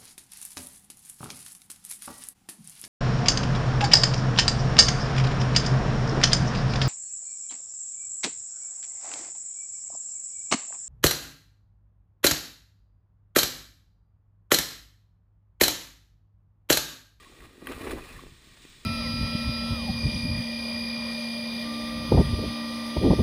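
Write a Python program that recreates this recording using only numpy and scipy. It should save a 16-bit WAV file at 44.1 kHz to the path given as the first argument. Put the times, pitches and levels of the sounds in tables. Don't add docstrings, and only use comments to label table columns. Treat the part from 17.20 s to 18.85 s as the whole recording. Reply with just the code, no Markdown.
import sys
import numpy as np
from scipy import signal
from scipy.fft import rfft, irfft
from scipy.io import wavfile
from scipy.ndimage import uniform_filter1d

SR = 44100
rng = np.random.default_rng(int(sys.argv[2]) if len(sys.argv) > 2 else 0)


def to_wav(sig):
    pcm = np.clip(np.atleast_2d(sig), -1, 1) * 32767
    pcm = np.round(pcm).astype(np.int16)
    wavfile.write(sys.argv[1], SR, pcm.T)


N = 72765


def undb(db):
    return 10 ** (np.asarray(db) / 20)


def unit(x):
    return x / np.sqrt(np.mean(x ** 2))


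def curve(rows):
    times, db = np.array(rows).T
    return undb(np.interp(np.arange(N) / SR, times, db))


def walk(rate):
    step = (np.arange(N) * rate / SR).astype(int) % 2048
    held = rng.standard_normal(2048)[step]
    return unit(uniform_filter1d(held, max(int(SR / rate), 1)))


def through(x, response):
    return signal.fftconvolve(x, response)[:N]


def colour(x, points, size=8192):
    hz, db = np.array(points).T
    f = np.maximum(np.arange(size // 2 + 1) * SR / size, 1)
    shape = undb(np.interp(np.log(f), np.log(hz), db))
    cepstrum = irfft(np.log(shape))
    cepstrum[1:size // 2] *= 2
    cepstrum[size // 2 + 1:] = 0
    response = irfft(np.exp(rfft(cepstrum)))
    return unit(through(x, response))


def ring(modes, shorten=1, size=6000):
    t = np.arange(size) / SR
    response = np.zeros(size)
    for hz, db, t60 in modes:
        decay = np.exp(-np.log(1000) * t / (t60 * shorten))
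        response += undb(db) * np.cos(2 * np.pi * hz * t) * decay
    return response


def grains(rate, spread_db):
    happens = rng.random(N) < rate / SR
    sign = np.sign(rng.standard_normal(N))
    size = undb(spread_db * np.clip(rng.standard_normal(N), -2, 2))
    return happens * sign * size


def add(out, s, sound, db):
    i = int(s * SR)
    out[i:i + len(sound)] += (undb(db) * sound / np.abs(sound).max())[:N - i]


# t/s, level/dB
GRIND = [(0, -60), (.06, -62), (.11, -63.5), (.2, -60.5), (.255, -54), (.285, -64), (.39, -62),
         (.46, -52.5), (.481, -52.5), (.495, -46.5), (.535, -46), (.572, -51), (.63, -45.5), (.675, -46),
         (.70, -46), (.722, -41.5), (.748, -50), (.82, -52), (.97, -52.5), (1.02, -57.5), (1.07, -62.5),
         (1.1, -67.5), (1.65, -68)]
# f/Hz, level/dB
CRUST = [(200, -13.5), (500, 2), (800, 2), (1200, 2.5), (1900, 1.5), (2800, -1), (4200, -13.5),
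         (5200, -16.5), (7000, -13.5), (9800, -7), (11500, -14), (14500, -11.5), (16000, -14)]
# f/Hz, level/dB, t60/s
SHELL = [(1117, -3.5, .06), (1204, -4, 0.066), (1647, -7, 0.027), (1885, -1.5, 0.028), (2394, -5, 0.051),
         (3484, -7, 0.042), (3890, -2.5, .016)]
CRUST_PER_S, CRUST_SPREAD_DB = 5000, 3.5
JUDDER_PER_S, JUDDER_DB = 160, 1.5
CRUST_DB, SHELL_DB = -2.5, -3.5


def crust():
    breaks = grains(CRUST_PER_S, CRUST_SPREAD_DB) * undb(JUDDER_DB * walk(JUDDER_PER_S))
    crackle = undb(CRUST_DB) * colour(breaks, CRUST)
    wall = undb(SHELL_DB) * unit(through(breaks, ring(SHELL)))
    return (crackle + wall) * curve(GRIND)


# start t/s, length to half release/s, level/dB (rms before envelope), dull above f/Hz
CRUNCHES = [(0.115, .012, -56.5, 800), (0.487, 0.0043, -37, 2440), (0.513, 0.026, -43.5, 4500),
            (0.605, 0.012, -47.5, 4000), (0.665, 0.024, -39, 2360), (0.708, 0.014, -38, 11500),
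            (0.729, .011, -50, 12000), (0.757, 0.01, -49.5, 2000), (0.766, 0.031, -45, 1150),
            (1.365, 0.016, -62, 4000)]
CRUNCH_ATTACK_S, CRUNCH_RELEASE_S = 0.0012, 0.014
CRUNCH_PER_S, CRUNCH_SPREAD_DB = 14000, 1.5


def crunches():
    out, t = np.zeros(N), np.arange(N) / SR
    crumble = colour(grains(CRUNCH_PER_S, CRUNCH_SPREAD_DB), CRUST)
    for s, length, db, dull_hz in CRUNCHES:
        attack = np.clip((t - s) / CRUNCH_ATTACK_S, 0, 1)
        release = np.clip((s + length - t) / CRUNCH_RELEASE_S + .5, 0, 1)
        muffle = signal.butter(2, min(dull_hz, .45 * SR), fs=SR, output="sos")
        out += undb(db) * attack * release * unit(signal.sosfilt(muffle, crumble))
    return out


# t/s, level/dB
SHAKE = [(0.0, -60.5), (0.266, -51.5), (0.284, -60.5), (0.408, -52), (0.422, -47.5), (0.464, -47),
         (0.51, -31.5), (0.556, -49.5), (0.67, -32.5), (0.738, -34), (0.808, -45), (0.882, -52),
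         (1.052, -52.5), (1.106, -64.5), (1.432, -69), (1.452, -55), (1.484, -85), (1.65, -56)]
# f/Hz, level/dB, t60/s (before any damping)
HULL = [(259, 11, 0.066), (285, 11.5, 0.026), (319.5, 10, 0.055), (370, 10.5, 0.041), (442, -4.5, 0.097),
        (477, -13, 0.032), (590, -21, 0.13), (645, -26, 0.012)]
LUMPS_PER_S, LUMP_SPREAD_DB, HULL_DB = 1200, -2, -3.5


def hull():
    drum = through(grains(LUMPS_PER_S, LUMP_SPREAD_DB), ring(HULL))
    band = signal.butter(2, [210, 620], "band", fs=SR, output="sos")
    drum = signal.sosfilt(band, drum)
    return undb(HULL_DB) * unit(drum) * curve(SHAKE)


# t/s, peak level/dB, contact time/ms
KNOCKS = [(.119, -46.5, 0.4), (0.177, -55, 0.87), (.380, -42.5, 1.1), (0.4245, -33, 1.3), (0.43, -37, 2),
          (.450, -43, 2), (0.505, -30.5, 0.3), (.579, -35, 0.35), (.611, -30, 0.34), (0.682, -30, 0.42),
          (.733, -40, 1.8), (1.037, -36.5, 0.37), (1.067, -41.5, 0.69), (1.451, -40, 1.3)]
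KNOCK_DAMPING, KNOCK_THUD_DB = 0.66, -10


def knocks():
    out, body = np.zeros(N), ring(HULL, KNOCK_DAMPING)
    t = np.arange(len(body)) / SR
    for s, db, contact_ms in KNOCKS:
        age = t / (contact_ms / 1000 / np.pi)
        push = age * np.exp(1 - age)
        boom = signal.fftconvolve(push, body)[:len(t)]
        add(out, s, boom / np.abs(boom).max() + undb(KNOCK_THUD_DB) * push, db)
    return out


# t/s, peak level/dB
SNAPS = [(.046, -44.5), (.205, -41), (0.4702, -25.5), (0.4709, -25), (0.4727, -30.5), (0.4744, -33),
         (1.067, -47), (1.452, -46)]
# f/Hz, level/dB, t60/s
SNAP_RING = [(1152, -12.5, 0.06), (1620, -6, 0.012), (1922, 6.5, 0.012), (2500, 2, 0.0092),
             (3190, -6, 0.015), (3520, -5.5, 0.0034)]
# f/Hz, level/dB
CRACK = [(300, -6), (1300, 11.5), (3400, 0), (4600, -20), (7200, -18), (8500, -2.5), (10000, 11),
         (11500, -10), (12800, -20), (14000, 9), (15500, -12)]
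SNAP_CRACK_DB, SNAP_CRACK_S, SNAP_ATTACK_S = -5.5, 0.0022, 0.00044


def snaps():
    out, body = np.zeros(N), ring(SNAP_RING)
    t = np.arange(len(body)) / SR
    for s, db in SNAPS:
        noise = colour(rng.standard_normal(N), CRACK)[-len(t):]
        crack = undb(SNAP_CRACK_DB) * noise * np.exp(-t / SNAP_CRACK_S)
        attack = 1 - np.exp(-t / SNAP_ATTACK_S)
        add(out, s, (body + crack) * attack, db)
    return out


# t/s at the loudest, length/s, mean pitch f/Hz, level/dB (rms before swell)
SQUEAKS = [(.01, 0.025, 1166, -57), (.066, 0.027, 1160, -53.5), (0.248, 0.03, 1160, -55.5),
           (0.826, 0.018, 2464, -48.5), (0.906, 0.071, 2510, -52), (0.963, 0.049, 1810, -55),
           (.994, 0.012, 1140, -45)]
SQUEAK_WOBBLE, SQUEAK_WOBBLE_PER_S, SQUEAK_ROUGH_DB = .035, 300, 2


def squeaks():
    out, t = np.zeros(N), np.arange(N) / SR
    for s, length, hz, db in SQUEAKS:
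        swell = np.cos(np.pi * np.clip((t - s) / length, -.5, .5))
        pitch = hz * (1 + SQUEAK_WOBBLE * walk(SQUEAK_WOBBLE_PER_S))
        phase = 2 * np.pi * np.cumsum(pitch) / SR
        rough = undb(SQUEAK_ROUGH_DB * walk(SQUEAK_WOBBLE_PER_S))
        out += undb(db) * swell * unit(np.sin(phase) * rough)
    return out


# t/s, level/dB
GLIDE = [(0, -56.5), (.24, -60.5), (.3, -64), (.45, -63), (.6, -59.5), (.9, -55.5), (1.05, -58),
         (1.25, -58.5), (1.5, -55), (1.65, -56.5)]
# f/Hz, level/dB
SOFT_SNOW = [(150, 4.5), (400, -1.5), (750, -11.5), (1300, -6.5), (2400, 1), (3000, 0.5), (3700, 3),
             (5000, -3.5), (7000, -5.5), (8300, -3), (10000, -12), (11500, -54), (14500, -8), (16000, -26)]
POWDER_PER_S, POWDER_SPREAD_DB = 18000, 3
FLUTTER_PER_S, FLUTTER_DB = 71, 0.86
POWDER_SHELL_DB = -8


def powder():
    brush = grains(POWDER_PER_S, POWDER_SPREAD_DB) * undb(FLUTTER_DB * walk(FLUTTER_PER_S))
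    shell = unit(through(grains(POWDER_PER_S, POWDER_SPREAD_DB), ring(SHELL[3:])))
    return (colour(brush, SOFT_SNOW) + undb(POWDER_SHELL_DB) * shell) * curve(GLIDE)


# t/s, level/dB
WIND = [(0.0, -54.5), (0.114, -65), (0.132, -51), (0.17, -65.5), (0.22, -48), (0.33, -63), (0.574, -41.5),
        (0.592, -46), (0.744, -40.5), (0.9, -52.5), (0.968, -43.5), (1.01, -54), (1.102, -48.5),
        (1.24, -62.5), (1.276, -56), (1.65, -59)]
# f/Hz, level/dB
AIR = [(10, -15.5), (25, 0.5), (42, -0.5), (70, -5), (120, -7), (200, -14), (400, -20.5), (1000, -87)]
GUST_PER_S, GUST_DB, WIND_DB = 27, 1, -1.5


def wind():
    gusts = undb(WIND_DB + GUST_DB * walk(GUST_PER_S))
    return gusts * colour(rng.standard_normal(N), AIR) * curve(WIND)


def scene():
    return (crust() + crunches() + hull() + powder() + squeaks() + knocks() + snaps() + wind())[None]


# centre f/Hz, width/Hz
NOTCHES = [(6000, 340), (12000, 580)]
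TOP_HZ = 15200


def record(dry):
    for hz, width in NOTCHES:
        edges = [hz - width / 2, hz + width / 2]
        dry = signal.sosfilt(signal.butter(2, edges, "bandstop", fs=SR, output="sos"), dry)
    return signal.sosfilt(signal.ellip(8, .2, 70, TOP_HZ, fs=SR, output="sos"), dry)


dry = scene()
out = record(dry)
to_wav(out)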